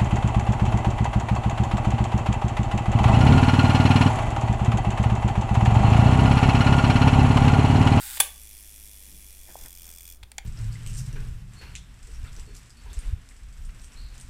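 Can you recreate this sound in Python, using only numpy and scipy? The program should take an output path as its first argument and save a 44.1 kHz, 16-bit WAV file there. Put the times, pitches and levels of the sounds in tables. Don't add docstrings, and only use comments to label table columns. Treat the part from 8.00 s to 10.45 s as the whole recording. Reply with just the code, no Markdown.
import sys
import numpy as np
from scipy import signal
from scipy.fft import rfft, irfft
from scipy.io import wavfile

SR = 44100
rng = np.random.default_rng(int(sys.argv[2]) if len(sys.argv) > 2 else 0)


def bounce(signal):
    frames = np.transpose(np.atleast_2d(signal))
    limited = np.clip(frames, -1, 1)
    pcm = np.round(limited * 32767).astype(np.int16)
    wavfile.write(sys.argv[1], SR, pcm)


N = 108045

# start in seconds, snap level in dB, thud level in dB.
CURTAIN_BLOWS = [(0.2003, -17, -30), (0.2012, -11.5, -19), (.2028, -5.5, -20.5), (0.2035, -4, -13.5),
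                 (0.2065, -17.5, -30.5), (0.2085, -11, -33)]
# frequency in Hz, relative level in dB.
SNAP_EQ = [(500, -32), (2900, -14.5), (3450, 7.5), (3800, -8.5), (4900, -8), (6800, -4), (9200, 3.5),
           (10500, 8.5), (12200, -2.5), (15000, -1), (16000, -3.5)]
# frequency in Hz, relative level in dB.
THUD_EQ = [(60, -27.5), (200, -13), (420, -13.5), (680, -6), (800, 2), (1150, -2), (1340, -21), (1600, 5),
           (2000, -4.5), (2500, 1), (3000, -12), (6000, -40)]
# frequency in Hz, relative level in dB.
SHIMMER_EQ = [(200, -16.5), (850, -10.5), (1300, -19.5), (2000, -7), (2900, -2), (3400, -2.5), (3800, -3.5),
              (4800, -5), (8000, 1), (9500, 3), (10400, 7.5), (12000, -2.5), (15000, -1.5), (16000, -13.5)]
# pitch in Hz, relative level in dB, T60 in seconds.
BODY_MODES = [(797, -10, .045), (1560, -15, .09), (3370, -10, .14), (3440, 9, .04), (3505, -12, .12),
              (3456, -4, .14), (8280, -8, .11), (9084, -6, .1), (9330, -6, .12), (10271, -3, .13),
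              (10443, -2, .15), (10811, -5, .11)]
CURTAIN_DECAY_S, BODY_RING_DB = 0.0023, -24.5
SHIMMER_DB, SHIMMER_T60_S = -27.5, 0.31

# time in seconds, level in dB.
WHIR_ENVELOPE = [(0, -39), (.07, -37.5), (.14, -37.5), (.165, -36.5), (.179, -35.5), (.184, -45),
                 (.2, -37.5), (.21, -77)]
# frequency in Hz, relative level in dB.
WHIR_EQ = [(200, -52), (600, -29), (820, 0), (980, -10), (1250, -6.5), (1450, 0.5), (1700, -1),
           (2600, -2.5), (3100, -3), (3480, 2), (4300, -3.5), (4560, 0.5), (4900, -2.5), (6200, -5.5),
           (8200, 5.5), (9800, 0), (10800, 3), (12500, -0.5), (14600, 4), (16000, -7.5)]
TOOTH_HZ, TOOTH_DEPTH, PALLET_DEPTH, WHIR_GRIT_DB = 255, 0.15, 0.25, 1

# time in seconds, ticks per second.
TICK_TEMPO = [(.2022, 108.5), (.3225, 108.5), (.55, 103.3), (.85, 105.6), (1.0, 97.1), (1.22, 101.9),
              (1.35, 92.4), (1.5, 101), (1.62, 82.8), (1.73, 89.6), (1.85, 84.5), (2.15, 86.7)]
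# time in seconds, tick level in dB, gear rustle level in dB,
# strong-weak swing in dB.
TICK_DYNAMICS = [(.3, -48, -56, 2), (.42, -44, -54, 1.5), (1.48, -45.5, -55.5, -1), (1.63, -43.5, -50, 4),
                 (1.72, -42, -60.5, 2), (1.9, -40.5, -55.5, 0), (2.03, -41.5, -60, 2),
                 (2.125, -41, -57, 1.5), (2.18, -56.5, -70, -1)]
# delay in seconds, timing scatter in seconds, relative level in dB.
PALLET_CONTACTS = [(0, 0.000073, -4.5), (.0008, .0003, 0), (.0031, .0007, -4)]
# pitch in Hz, relative level
# facing forward in dB, relative level tipped in dB, T60 in seconds.
ESCAPEMENT_MODES = [(2380, -14, -13, .013), (3410, -13, -11.5, .023), (5700, -8.5, -14, .009),
                    (7250, -10, -16, .009), (8400, -10.5, -12, .014), (8790, -19, -6, .009),
                    (9330, -8, -13, .012), (10380, -10, -16, .02), (10740, -8, -15, .016),
                    (11120, -9.5, -24, .014), (12150, -11.5, -16, .016), (13780, -6, -2.5, .011),
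                    (14350, -13, -3, .005)]
# frequency in Hz, relative level in dB.
LENS_MOUNT_EQ = [(300, -23.5), (1300, -21.5), (1900, -6), (2600, -5.5), (4400, -7), (5900, -1), (6500, -3),
                 (9500, 1), (14600, -1.5), (16000, -14)]
# frequency in Hz, relative level in dB.
TOP_PLATE_EQ = [(300, -19), (1300, -12), (2400, -8.5), (4200, -6.5), (5200, 2), (8750, 3), (10200, 0),
                (14600, 0.5), (16000, -7)]
TICK_DECAY_S, TICK_JITTER_S = .002, .0002
TICK_SCATTER_DB, TICK_CHATTER_DB, TICK_RING_DB = .9, -2, .5
TIP_MIDPOINT_S, TIP_LENGTH_S = 1.56, 0.41

# start in seconds, crack level in dB, crack decay in
# seconds, edge level in dB, relative knock level in dB, ping level in dB, ping pitch in Hz,
# ping T60 in seconds.
CATCH_CLICKS = [(0.1728, -35, 0.0082, -46, -37, -48, 8070, .004),
                (2.2301, -45.5, 0.0051, -54, -60, -41.5, 2100, .02),
                (2.2332, -41.5, 0.0037, -50, -57, -39, 3400, 0.011),
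                (2.3174, -42.5, 0.0032, -37.5, -58, -38, 8350, .003),
                (2.3182, -49.5, 0.0018, -50, -53, -44.5, 870, 0.013),
                (2.382, -30.5, 0.0044, -45, -54, -22, 7000, 0.0074),
                (2.3827, -55, 0.0016, -54, -39, -24.5, 6020, 0.0054),
                (2.3836, -38, .003, -65, -25, -31, 7400, .006)]
# frequency in Hz, relative level in dB.
CRACK_EQ = [(100, -15), (350, -12.5), (780, 7), (1200, -6), (1650, 1), (2200, 10.5), (2800, 2), (3500, 5),
            (5000, -0.5), (6000, -6), (9000, -3.5), (12000, -12.5), (14300, -13), (16000, -27.5)]
# frequency in Hz, relative level in dB.
EDGE_EQ = [(500, -19), (6500, -13), (7500, 4), (8900, 3.5), (10500, -8), (12500, -21), (14200, -5.5),
           (16000, -12)]
# pitch in Hz, relative level in dB, T60 in seconds.
KNOCK_MODES = [(560, -9, .011), (790, -5, .018), (1500, -2, .014), (1850, 1, .012), (2080, -19, .08),
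               (2430, -6, .011), (3440, -5, .016), (3950, -6, .01)]

# start in seconds, level in dB.
FINGER_TAPS = [(1.49, -43.5), (1.555, -29.5)]
# centre in seconds, width in seconds, level in dB.
SKIN_RUBS = [(1.5, 0.021, -54), (1.6, 0.04, -57.5), (1.66, 0.012, -50.5), (1.89, 0.032, -58.5)]
# frequency in Hz, relative level in dB.
RUB_EQ = [(60, 5), (220, 2.5), (450, -2), (850, -1.5), (1200, -9.5), (1700, -1.5), (4000, -16.5),
          (12000, -16.5)]
# centre in seconds, width in seconds, level in dB.
PALM_SLIDES = [(1.14, 0.047, -60)]
# frequency in Hz, relative level in dB.
SLIDE_EQ = [(70, -5), (130, -2), (300, -4), (600, -23), (2000, -42)]
# centre in seconds, level in dB, pitch in Hz.
GRIP_BUMPS = [(1.629, -36.5, 15), (2.236, -38.5, 47.6), (2.237, -43, 88.5), (2.411, -44, 34)]
TAP_HZ, TAP_ATTACK_S, BUMP_WIDTH_S = 755, 0.0012, .013

# pitch in Hz, RMS level in dB.
MAINS_HUM = [(60, -53.5), (120, -74), (180, -73)]
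# frequency in Hz, relative level in dB.
AIR_EQ = [(15, 2), (35, -1.5), (80, -15), (140, -23.5), (250, -23), (450, -28.5), (1200, -33), (4000, -39),
          (10000, -37.5), (16000, -41.5)]
AIR_DB = -52.5
ROOM_T60_S, ROOM_DB, ROOM_PREDELAY_S = 0.33, -11, 0.0055
ROOM_TREBLE_T60_S, ROOM_TREBLE_DB, ROOM_CROSSOVER_HZ = .2, -20, 4000
PEAK_LIMIT, HIGH_CUT_HZ = .8, 15800


def curtain(t):
    times, snap_db, thud_db = np.array(CURTAIN_BLOWS).T
    snap = eq(chatter(blows(times, amp(snap_db)), CURTAIN_DECAY_S), SNAP_EQ)
    thud = eq(chatter(blows(times, amp(thud_db)), CURTAIN_DECAY_S), THUD_EQ)
    slam_s = times[np.argmax(snap_db)]
    fade = (t > slam_s) * decay(np.abs(t - slam_s), SHIMMER_T60_S)
    shimmer = amp(SHIMMER_DB) * eq(fade * rng.standard_normal(N), SHIMMER_EQ)
    body = ring(blows([slam_s], [amp(BODY_RING_DB)]), modes(BODY_MODES))
    return snap + thud + shimmer + body


def escapement(t):
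    running = (t > TICK_TEMPO[0][0]) & (t < TICK_DYNAMICS[-1][0])
    hits = pallet_hits(t, running)
    rustle = amp(curve(t, TICK_DYNAMICS, column=2)) * running * rng.standard_normal(N)
    rattle = amp(TICK_CHATTER_DB) * chatter(hits, TICK_DECAY_S) + rustle
    tipped = np.clip((t - TIP_MIDPOINT_S) / TIP_LENGTH_S + .5, 0, 1)
    forward = 1 - tipped
    hz, forward_db, tipped_db, t60 = np.array(ESCAPEMENT_MODES).T
    plates = ring(hits * forward, modes(zip(hz, forward_db, t60)))
    plates += ring(hits * tipped, modes(zip(hz, tipped_db, t60)))
    through_case = eq(rattle * forward, LENS_MOUNT_EQ) + eq(rattle * tipped, TOP_PLATE_EQ)
    return through_case + amp(TICK_RING_DB) * plates


def pallet_hits(t, running):
    tick_count = np.cumsum(curve(t, TICK_TEMPO) * running) / SR
    times = t[1:][np.diff(np.floor(tick_count)) > 0]
    jitter, force, *slips = rng.standard_normal((len(times), 2 + len(PALLET_CONTACTS))).T
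    swing_db = curve(times, TICK_DYNAMICS, column=3) * (-1) ** np.arange(len(times))
    tick_db = curve(times, TICK_DYNAMICS) + TICK_SCATTER_DB * force + swing_db
    starts = times + TICK_JITTER_S * jitter
    return sum(blows(starts + delay + scatter * slip, amp(tick_db + db))
               for (delay, scatter, db), slip in zip(PALLET_CONTACTS, slips))


def gear_whir(t):
    phase = 2 * np.pi * TOOTH_HZ * t
    teeth = 1 + TOOTH_DEPTH * np.cos(phase) + PALLET_DEPTH * np.cos(phase / 2)
    grains = np.repeat(rng.standard_normal(N // 20 + 1), 20)[:N]
    grit = amp(WHIR_GRIT_DB * grains)
    grit /= np.sqrt(np.mean(grit ** 2))
    envelope = amp(curve(t, WHIR_ENVELOPE)) * (t < WHIR_ENVELOPE[-1][0])
    return eq(rng.standard_normal(N) * teeth * grit, WHIR_EQ) * envelope


def catch_clicks():
    crack, edge, tone = np.zeros((3, N))
    for start, crack_db, decay_s, edge_db, knock_db, ping_db, hz, t60 in CATCH_CLICKS:
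        hit = blows([start], [1])
        crack += amp(crack_db) * chatter(hit, decay_s)
        edge += amp(edge_db) * chatter(hit, decay_s / 2)
        ping = modes([(hz, ping_db, t60)])
        knock = amp(knock_db) * modes(KNOCK_MODES) / 2
        tone += ring(hit, ping + knock)
    return eq(crack, CRACK_EQ) + eq(edge, EDGE_EQ) + tone


def hands(t):
    handling = eq(swells(t, SKIN_RUBS), RUB_EQ) + eq(swells(t, PALM_SLIDES), SLIDE_EQ)
    for start, db in FINGER_TAPS:
        age = np.maximum(t - start, 0)
        envelope = age / TAP_ATTACK_S * np.exp(.5) * bell_curve(age, TAP_ATTACK_S)
        handling -= amp(db) * np.sin(2 * np.pi * TAP_HZ * age) * envelope
    for centre, db, hz in GRIP_BUMPS:
        handling += amp(db) * np.sin(2 * np.pi * hz * (t - centre)) * bell_curve(t - centre, BUMP_WIDTH_S)
    return handling


def room(x):
    t = np.arange(SR // 2) / SR
    response = 0
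    for band, db, t60 in ("low", ROOM_DB, ROOM_T60_S), ("high", ROOM_TREBLE_DB, ROOM_TREBLE_T60_S):
        crossover = signal.butter(4, ROOM_CROSSOVER_HZ, band, fs=SR, output="sos")
        wash = signal.sosfilt(crossover, rng.standard_normal(len(t)))
        tail = decay(t, t60) * np.sqrt(2 * np.log(1000) / (t60 * SR))
        response += amp(db) * wash * tail * (t > ROOM_PREDELAY_S)
    return x + ring(x, response)


def room_tone(t):
    hum = sum(np.sqrt(2) * amp(db) * np.sin(2 * np.pi * (hz * t + rng.random())) for hz, db in MAINS_HUM)
    return hum + amp(AIR_DB) * eq(rng.standard_normal(N), AIR_EQ)


def blows(times, gains):
    return np.bincount(np.clip(np.asarray(times) * SR, 0, N - 1).astype(int), gains, N)


def chatter(hits, decay_s):
    feedback = np.exp(-2 / (decay_s * SR))
    power = signal.lfilter([1], [1, -feedback], hits ** 2 + np.finfo(np.float32).tiny)
    return np.sqrt(power) * rng.standard_normal(N)


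def modes(rows):
    t = np.arange(SR // 2) / SR
    return sum(amp(db) * np.cos(2 * np.pi * hz * t) * decay(t, t60) * (-1) ** k
               for k, (hz, db, t60) in enumerate(rows))


def swells(t, rows):
    envelope = sum(amp(db) * bell_curve(t - centre, width) for centre, width, db in rows)
    return rng.standard_normal(N) * envelope


def eq(x, points, size=8192):
    hz, db = np.array(points).T
    bins_hz = np.maximum(np.fft.rfftfreq(size, 1 / SR), 1)
    gains = amp(np.interp(np.log(bins_hz), np.log(hz), db))
    cepstrum = irfft(np.log(gains))
    cepstrum[1:size // 2] *= 2
    cepstrum[size // 2 + 1:] = 0
    response = irfft(np.exp(rfft(cepstrum)))
    return ring(x, response / np.linalg.norm(response))


def ring(x, response):
    return signal.fftconvolve(x, response)[:N]


def decay(t, t60):
    return np.exp(-np.log(1000) * t / t60)


def bell_curve(t, width):
    return np.exp(-.5 * (t / width) ** 2)


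def curve(t, rows, column=1):
    rows = np.array(rows)
    return np.interp(t, rows[:, 0], rows[:, column])


def amp(db):
    return 10 ** (np.asarray(db) / 20)


def scene():
    t = np.arange(N) / SR
    camera = gear_whir(t) + curtain(t) + escapement(t) + catch_clicks()
    return (room(camera + hands(t)) + room_tone(t))[None]


def record(dry):
    rounded = PEAK_LIMIT * np.tanh(dry / PEAK_LIMIT)
    high_cut = signal.ellip(10, .1, 80, HIGH_CUT_HZ, fs=SR, output="sos")
    return signal.sosfilt(high_cut, rounded)


dry = scene()
out = record(dry)
bounce(out)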